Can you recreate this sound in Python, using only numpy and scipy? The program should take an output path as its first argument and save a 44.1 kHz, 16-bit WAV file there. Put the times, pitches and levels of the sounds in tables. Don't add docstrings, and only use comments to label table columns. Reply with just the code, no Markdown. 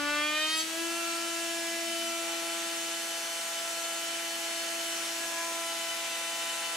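import sys
import numpy as np
from scipy import signal
from scipy.io import wavfile
from scipy.ndimage import uniform_filter1d

SR = 44100
rng = np.random.default_rng(int(sys.argv[2]) if len(sys.argv) > 2 else 0)


def materialize(psi):
    bounded = np.clip(np.atleast_2d(psi).T, -1, 1)
    quanta = np.round(bounded * 32767).astype(np.int16)
    wavfile.write(sys.argv[1], SR, quanta)


N = 298116
STEP = 256

# time_s, speed_hz
SHAFT_SPEED = [(0.0, 290.8), (0.21, 297.1), (0.34, 303.7), (0.68, 324.8), (0.85, 334.9), (0.98, 336.3),
               (1.45, 335.4), (3.88, 335.3), (4.25, 336.0), (4.33, 335.2), (6.72, 335.0), (6.76, 333.3)]
# time_s, change_db
RATTLE_ONSET = [(2.17, -16), (2.23, 1.5), (5.1, -2), (6.76, 3)]


def whine(turns):
    # order, left_lead_rad, bare_db, covered_db, edge_db
    placing = [(1, -0.77, -3, 5, -9), (2, -0.25, -1, 0, 1), (3, -0.066, 0, 3, -1.5),
               (4, 0.74, -2.5, 1.5, 0), (8, .7, 7, -3.5, 5), (9, -0.62, -2.5, 3, 3), (13, 0.56, 8, 3, 8)]
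    half_orders, high_orders = np.arange(1, 23) / 2, np.arange(12, 41)
    orders = np.concatenate([half_orders, high_orders])
    count = len(orders)
    t = step_times()
    amplitude = np.sqrt(2 * order_powers(t, orders))
    spread = np.clip(0.19 + 0.036 * orders, 0, 1.2)[:, None]
    lead = spread * (rng.standard_normal((count, 1)) + 1.16 * wander(0.13, count))
    pan_db = 0.8 + 3.0 * spread * wander(0.8, count)
    for order, lead_rad, *sides_db in placing:
        here = orders == order
        lead[here] = lead_rad + 0.12 * lead[here]
        pan_db[here] = by_panel(t, *sides_db) + 0.3 * pan_db[here]
    ears = np.array([gain_of(sign * pan_db) * np.exp(1j * sign * lead) for sign in (0.5, -0.5)])
    ears *= amplitude / np.maximum(abs(ears.mean(0)), 0.6)
    start_turn = rng.random(count)
    sample_times = np.arange(N) / SR
    out = np.zeros((2, N))
    for i in np.flatnonzero(amplitude.max(1) > 0):
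        phasor = np.exp(2j * np.pi * (orders[i] * turns + start_turn[i]))
        out += [(np.interp(sample_times, t, ear[i]) * phasor).real for ear in ears]
    return out


def shaft_turns():
    t = np.arange(N) / SR
    tremble = np.interp(t, step_times(), wander(0.03, count=1)[0])
    speed_hz = curve(SHAFT_SPEED, t)[0] * (1 + 0.0007 * tremble)
    return np.cumsum(speed_hz) / SR


def order_powers(t, orders):
    # time_s, unbalance_db, bit_db
    loudest = [(0, -38.5, -42.5), (.15, -41.5, -38.5), (.3, -42, -42.5), (.38, -47.5, -40), (.45, -44, -41),
               (.52, -46.5, -56), (.6, -44, -46.5), (.68, -44, -57), (.75, -44, -41.5), (.82, -37, -46.5),
               (.98, -42, -43.5), (1.2, -42.5, -44.5), (2.05, -43, -40.5), (2.86, -46.5, -46),
               (3.45, -58, -46), (3.8, -52.5, -43), (4.2, -50, -46), (4.84, -49, -43), (5.06, -49, -47),
               (5.6, -50.5, -42), (5.94, -55.5, -45.5), (6.76, -57, -47)]
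    blade_order, blade_depth = 9, 0.45
    count = len(orders)
    power = motor_power(t, orders) + rattle_power(t, orders)
    drift_db = np.clip(0.7 + 0.05 * orders, 0, 1.7)[:, None] * wander(0.25, count)
    power *= gain_of(2 * drift_db)
    power += cut_power(t, orders)
    unbalance_db, bit_db = curve(loudest, t)
    power[orders == 1] = gain_of(2 * unbalance_db)
    power[orders == 2] = gain_of(2 * bit_db)
    real, imag = blade_depth * wander(0.012, count=2) / np.sqrt(2)
    power[orders == blade_order] *= ((1 + real) ** 2 + imag ** 2) / (1 + blade_depth ** 2)
    flutter_depth_db = np.clip(0.25 * orders, 0, np.maximum(1.6, 0.13 * orders))[:, None]
    return power * gain_of(2 * flutter_depth_db * wander(0.015, count))


def motor_power(t, orders):
    # order, bare_db, covered_db, edge_db
    motor_orders = [(3, -55.5, -53.5, -49), (4, -52.5, -46, -50.5), (5, -54, -49.5, -57),
                    (6, -57, -52, -49.5), (7, -56.5, -49.5, -52.5), (8, -54.5, -48, -50),
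                    (9, -45.5, -47.5, -44.5), (10, -65, -54.5, -61), (11, -60, -52.5, -51.5),
                    (12, -65, -56, -55.5), (13, -48.5, -54, -53), (14, -72, -57, -64),
                    (15, -59, -58, -54.5), (16, -60, -54.5, -61), (17, -57.5, -57, -59),
                    (18, -56, -55, -56), (19, -56.5, -55, -61), (20, -58.5, -55, -58.5),
                    (21, -58, -59, -69), (22, -67, -58.5, -59), (23, -56, -57, -58), (24, -59, -55, -58),
                    (26, -60, -68, -60), (27, -63, -56, -57)]
    # time_s, order, change_db, length_s
    swells = [(.8, 5, 6.5, 0.31), (.83, 3, 4, 0.11), (1.1, 6, -9, 0.27), (1.65, 5, 4, 0.49),
              (1.753, 6, 6.5, 0.2), (1.95, 3, -7, .15), (2.25, 5, -7, 0.6), (0.753, 8, -6, 0.23),
              (1.046, 8, 3.5, 0.3), (1.07, 4, 4, 0.33), (1.72, 4, -5.5, 0.42), (1.95, 27, 6, 0.35),
              (2.0, 9, 5, .2), (2.12, 4, 3.5, 0.12), (3.0, 27, 6, .2), (3.85, 4, 4, 0.71),
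              (5.238, 4, -3.5, 0.45), (5.244, 5, 10.5, 0.092), (5.39, 5, 11, 0.15), (5.4, 9, -6.5, 0.48),
              (5.4, 7, 6, .12), (5.42, 3, 10, 0.29), (5.64, 3, 4.5, 0.18), (5.63, 4, 5.5, 0.31),
              (5.65, 13, -11, 0.67), (5.907, 9, 3, 0.077), (6.7, 8, 3.5, 0.26)]
    slowed_db, full_effect_load = -6.5, 0.31
    load_change_db = slowed_db * np.minimum(load(t) / full_effect_load, 1)
    power = np.zeros((len(orders), len(t)))
    for order, *levels_db in motor_orders:
        power[orders == order] += gain_of(2 * (by_panel(t, *levels_db) + load_change_db))
    for time_s, order, change_db, length_s in swells:
        power[orders == order] *= gain_of(2 * change_db * bump(t, time_s, length_s))
    return power


def rattle_power(t, orders):
    # order, level_db
    rattle_orders = [(.5, -75), (1.5, -61.5), (2.5, -55), (3.5, -62), (4.5, -56.5), (5.5, -57), (6.5, -61),
                     (7.5, -60), (8.5, -62), (9.5, -82), (10.5, -57)]
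    onset_db = curve(RATTLE_ONSET, t)[0]
    power = np.zeros((len(orders), len(t)))
    for order, level_db in rattle_orders:
        power[orders == order] += gain_of(2 * (level_db + onset_db))
    return power


def cut_power(t, orders):
    # time_s, blow_db, thinness
    cut = [(0, -42, 0.13), (.1, -39.5, 0.24), (.3, -39.5, 0.48), (.48, -39, 0.72), (.55, -37, 0.87),
           (.61, -39.5, 0.96), (.65, -59, 1), (.8, -51.5, 0.7), (1, -70, .8)]
    # centre_hz, width_hz, top_db
    resonances = [(930, 34, 2), (1185, 140, 8.5), (1460, 87, 8), (1846, 70, 7.5), (2080, 23, 6),
                  (2390, 48, 7), (2483, 60, 5.5), (2655, 45, 9), (3050, 160, 8), (3276, 72, 12),
                  (3700, 170, 6), (3980, 78, 7), (4556, 230, 7.5), (5000, 200, -2), (7060, 360, 1)]
    thick_hz, thin_hz = 1550, 3550
    fall_db, corner_fall_db = 10.5, 1
    odd_thick_db, odd_thin_db = 1, -9
    top_hz = 9600
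    shop_t60_s, shop_share = 0.38, 0.25
    hz = orders[:, None] * curve(SHAFT_SPEED, t)
    blow_db, thin = curve(cut, t)
    thin = np.clip(thin, 0, 1)
    centre_hz = thick_hz * (thin_hz / thick_hz) ** thin
    octaves = np.log2(hz / centre_hz)
    slope_db = np.where(octaves > 0, -(fall_db + (corner_fall_db - fall_db) * thin ** 5.9), 3.0)
    odd_db = odd_thick_db + (odd_thin_db - odd_thick_db) * thin ** 1.5
    db = blow_db - 3.5 + slope_db * octaves + odd_db * (orders[:, None] % 2 == 1)
    for resonance_hz, width_hz, top_db in resonances:
        db += top_db / (1 + (2 * (hz - resonance_hz) / width_hz) ** 2)
    db -= 10 * np.log10(1 + (hz / top_hz) ** 6)
    db += np.clip(0.19 * orders, 0, 2.3)[:, None] * wander(0.04, len(orders))
    blows = gain_of(2 * db) * (orders[:, None] % 1 == 0) * (t <= cut[-1][0])
    keep = 1e-6 ** (STEP / SR / shop_t60_s)
    lingering = signal.lfilter([1 - keep], [1, -keep], blows, axis=1)
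    return (1 - shop_share) * blows + shop_share * lingering


def load(t):
    free_hz, loaded_hz = 335.3, 291
    return np.clip((free_hz - curve(SHAFT_SPEED, t)[0]) / (free_hz - loaded_hz), 0, 1)


def by_panel(t, bare, covered, edge):
    # time_s, share
    cover_curve = [(2.1, 1), (2.5, 0.82), (3.2, 0.35)]
    # time_s, firmness
    edge_curve = [(5.3, 0), (5.9, 0.87)]
    cover = np.clip(curve(cover_curve, t)[0], 0, 1)
    touch = np.clip(curve(edge_curve, t)[0], 0, 1)
    return bare + cover * (covered - bare) + touch * (edge - bare)


def panel():
    # time_s, level_db
    drumming = [(.6, -79), (.8, -65), (1.4, -64.5), (2.1, -58), (2.25, -73), (6.76, -71)]
    # time_s, level_db, ring_hz, t60_s
    touchdowns = [(4.365, -54, 265, .12), (4.77, -52, 325, .15), (5.755, -53, 325, .15)]
    mode_hz, width_hz = 238, 6.3
    mode = signal.iirpeak(mode_hz, mode_hz / width_hz, fs=SR)
    ring = signal.lfilter(*mode, rng.standard_normal(N))
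    out = evened(ring) * gain_of(curve(drumming, np.arange(N) / SR)[0])
    t = np.arange(SR // 4) / SR
    for time_s, level_db, ring_hz, t60_s in touchdowns:
        attack = np.minimum(t / 0.0019, 1)
        thud = gain_of(level_db - 60 * t / t60_s) * np.sin(2 * np.pi * ring_hz * t) * attack
        out[round(time_s * SR):][:len(t)] += thud
    return out


def air(turns):
    # frequency_hz, density_db
    rush_spectrum = [(30, -78), (110, -30), (185, -32), (240, -15.5), (400, -16.5), (600, -12.5),
                     (860, -10), (1150, -12.5), (1450, -7.5), (3100, -5.5), (3900, -8.5), (7000, -8.5),
                     (9800, -10.5), (13000, -17), (15700, -25.5)]
    # frequency_hz, likeness
    likeness = [(60, 0.09), (130, 0.57), (400, .7), (1400, 0.25), (3100, 0.22), (7000, 0.74), (15000, 0.21)]
    level_db, loaded_db, dulled_db = -37, 2, -7.5
    gust_s, gust_db, gust_length_s, gust_shelf_db = 5, 2.5, 0.9, -2.5
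    rumble_free_db, rumble_cut_db, lumps_db = -95.5, -68, 6
    size, hop = 1024, 256
    frames, hz = N // hop + 5, np.fft.rfftfreq(size, 1 / SR)
    a, b, c, d, patches = rng.standard_normal((frames, len(hz), 5)).T
    patches = evened(uniform_filter1d(uniform_filter1d(patches, 12, 0), 14, 1))
    same = np.clip(read(likeness, hz), -1, 1)[:, None]
    left = a + 1j * b
    right = same * left + np.sqrt(1 - same ** 2) * (c + 1j * d)
    noise = np.array([left, right])

    frame_t = np.arange(frames) * hop / SR
    dull_db = dulled_db * np.minimum(load(frame_t) / 0.38, 1) ** 2
    dull_db += gust_shelf_db * bump(frame_t, gust_s, gust_length_s)
    shelf_db = dull_db * read([(4000, 0.32), (9000, 0.69)], hz)[:, None]
    rush_shape = gain_of(read(rush_spectrum, hz)[:, None] + shelf_db + patches)
    rumble_shape = 1 / (1 + (hz[:, None] / 140) ** 4)
    rush, rumble = (evened(signal.istft(noise * shape, nperseg=size, noverlap=size - hop)[1][:, :N])
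                    for shape in (rush_shape, rumble_shape))

    t = np.arange(N) / SR
    rattle_gain = gain_of(curve(RATTLE_ONSET, t)[0])
    pulse = 1 + 0.059 * np.cos(2 * np.pi * turns) + 0.098 * rattle_gain * np.cos(np.pi * turns)
    rush_db = level_db + loaded_db * np.minimum(load(t) / 0.41, 1)
    rush_db += gust_db * bump(t, gust_s, gust_length_s)
    lumps = np.interp(t, step_times(), wander(0.3, count=1)[0])
    rumble_db = rumble_free_db + lumps_db * lumps
    rumble_db += (rumble_cut_db - rumble_free_db) * np.minimum(load(t) / 0.37, 1)
    sides_db = [[0.4], [-0.4]]
    return rush * pulse * gain_of(rush_db + sides_db) + rumble * gain_of(rumble_db)


def hum(turns):
    mains_hz, hum_db, sideband_db = 60, -91, -70
    mains = mains_hz * np.arange(N) / SR
    hum_tone = gain_of(hum_db) * np.sin(2 * np.pi * mains)
    sideband = gain_of(sideband_db) * np.sin(2 * np.pi * (turns - 2 * mains))
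    return np.sqrt(2) * (hum_tone + sideband)


def gain_of(db):
    return 10 ** (np.asarray(db) / 20)


def evened(x):
    return x / np.sqrt(np.mean(x ** 2) + 1e-20)


def read(points, hz):
    f, value = np.transpose(points)
    return np.interp(np.log(hz + 1), np.log(f + 1), value)


def curve(rows, t):
    times, *columns = np.transpose(rows)
    return np.array([np.interp(t, times, column) for column in columns])


def step_times():
    return np.arange(N // STEP + 2) * STEP / SR


def wander(seconds, count):
    size = max(round(seconds * SR / STEP), 1)
    x = rng.standard_normal((count, N // STEP + 2))
    return evened(uniform_filter1d(uniform_filter1d(x, size, 1), size, 1))


def bump(t, centre_s, length_s):
    return np.exp(-(2 * (t - centre_s) / length_s) ** 2)


def scene():
    turns = shaft_turns()
    return whine(turns) + air(turns) + hum(turns) + panel()


def record(dry):
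    ceiling, band_limit_hz = 0.093, 15740
    thin = signal.sosfilt(signal.butter(2, 50.0, "high", fs=SR, output="sos"), dry)
    soft = ceiling * np.tanh(thin / ceiling)
    low_pass = signal.firwin(1023, band_limit_hz, window=("kaiser", 10), fs=SR)
    return signal.oaconvolve(soft, low_pass[None], "same")


dry = scene()
out = record(dry)
materialize(out)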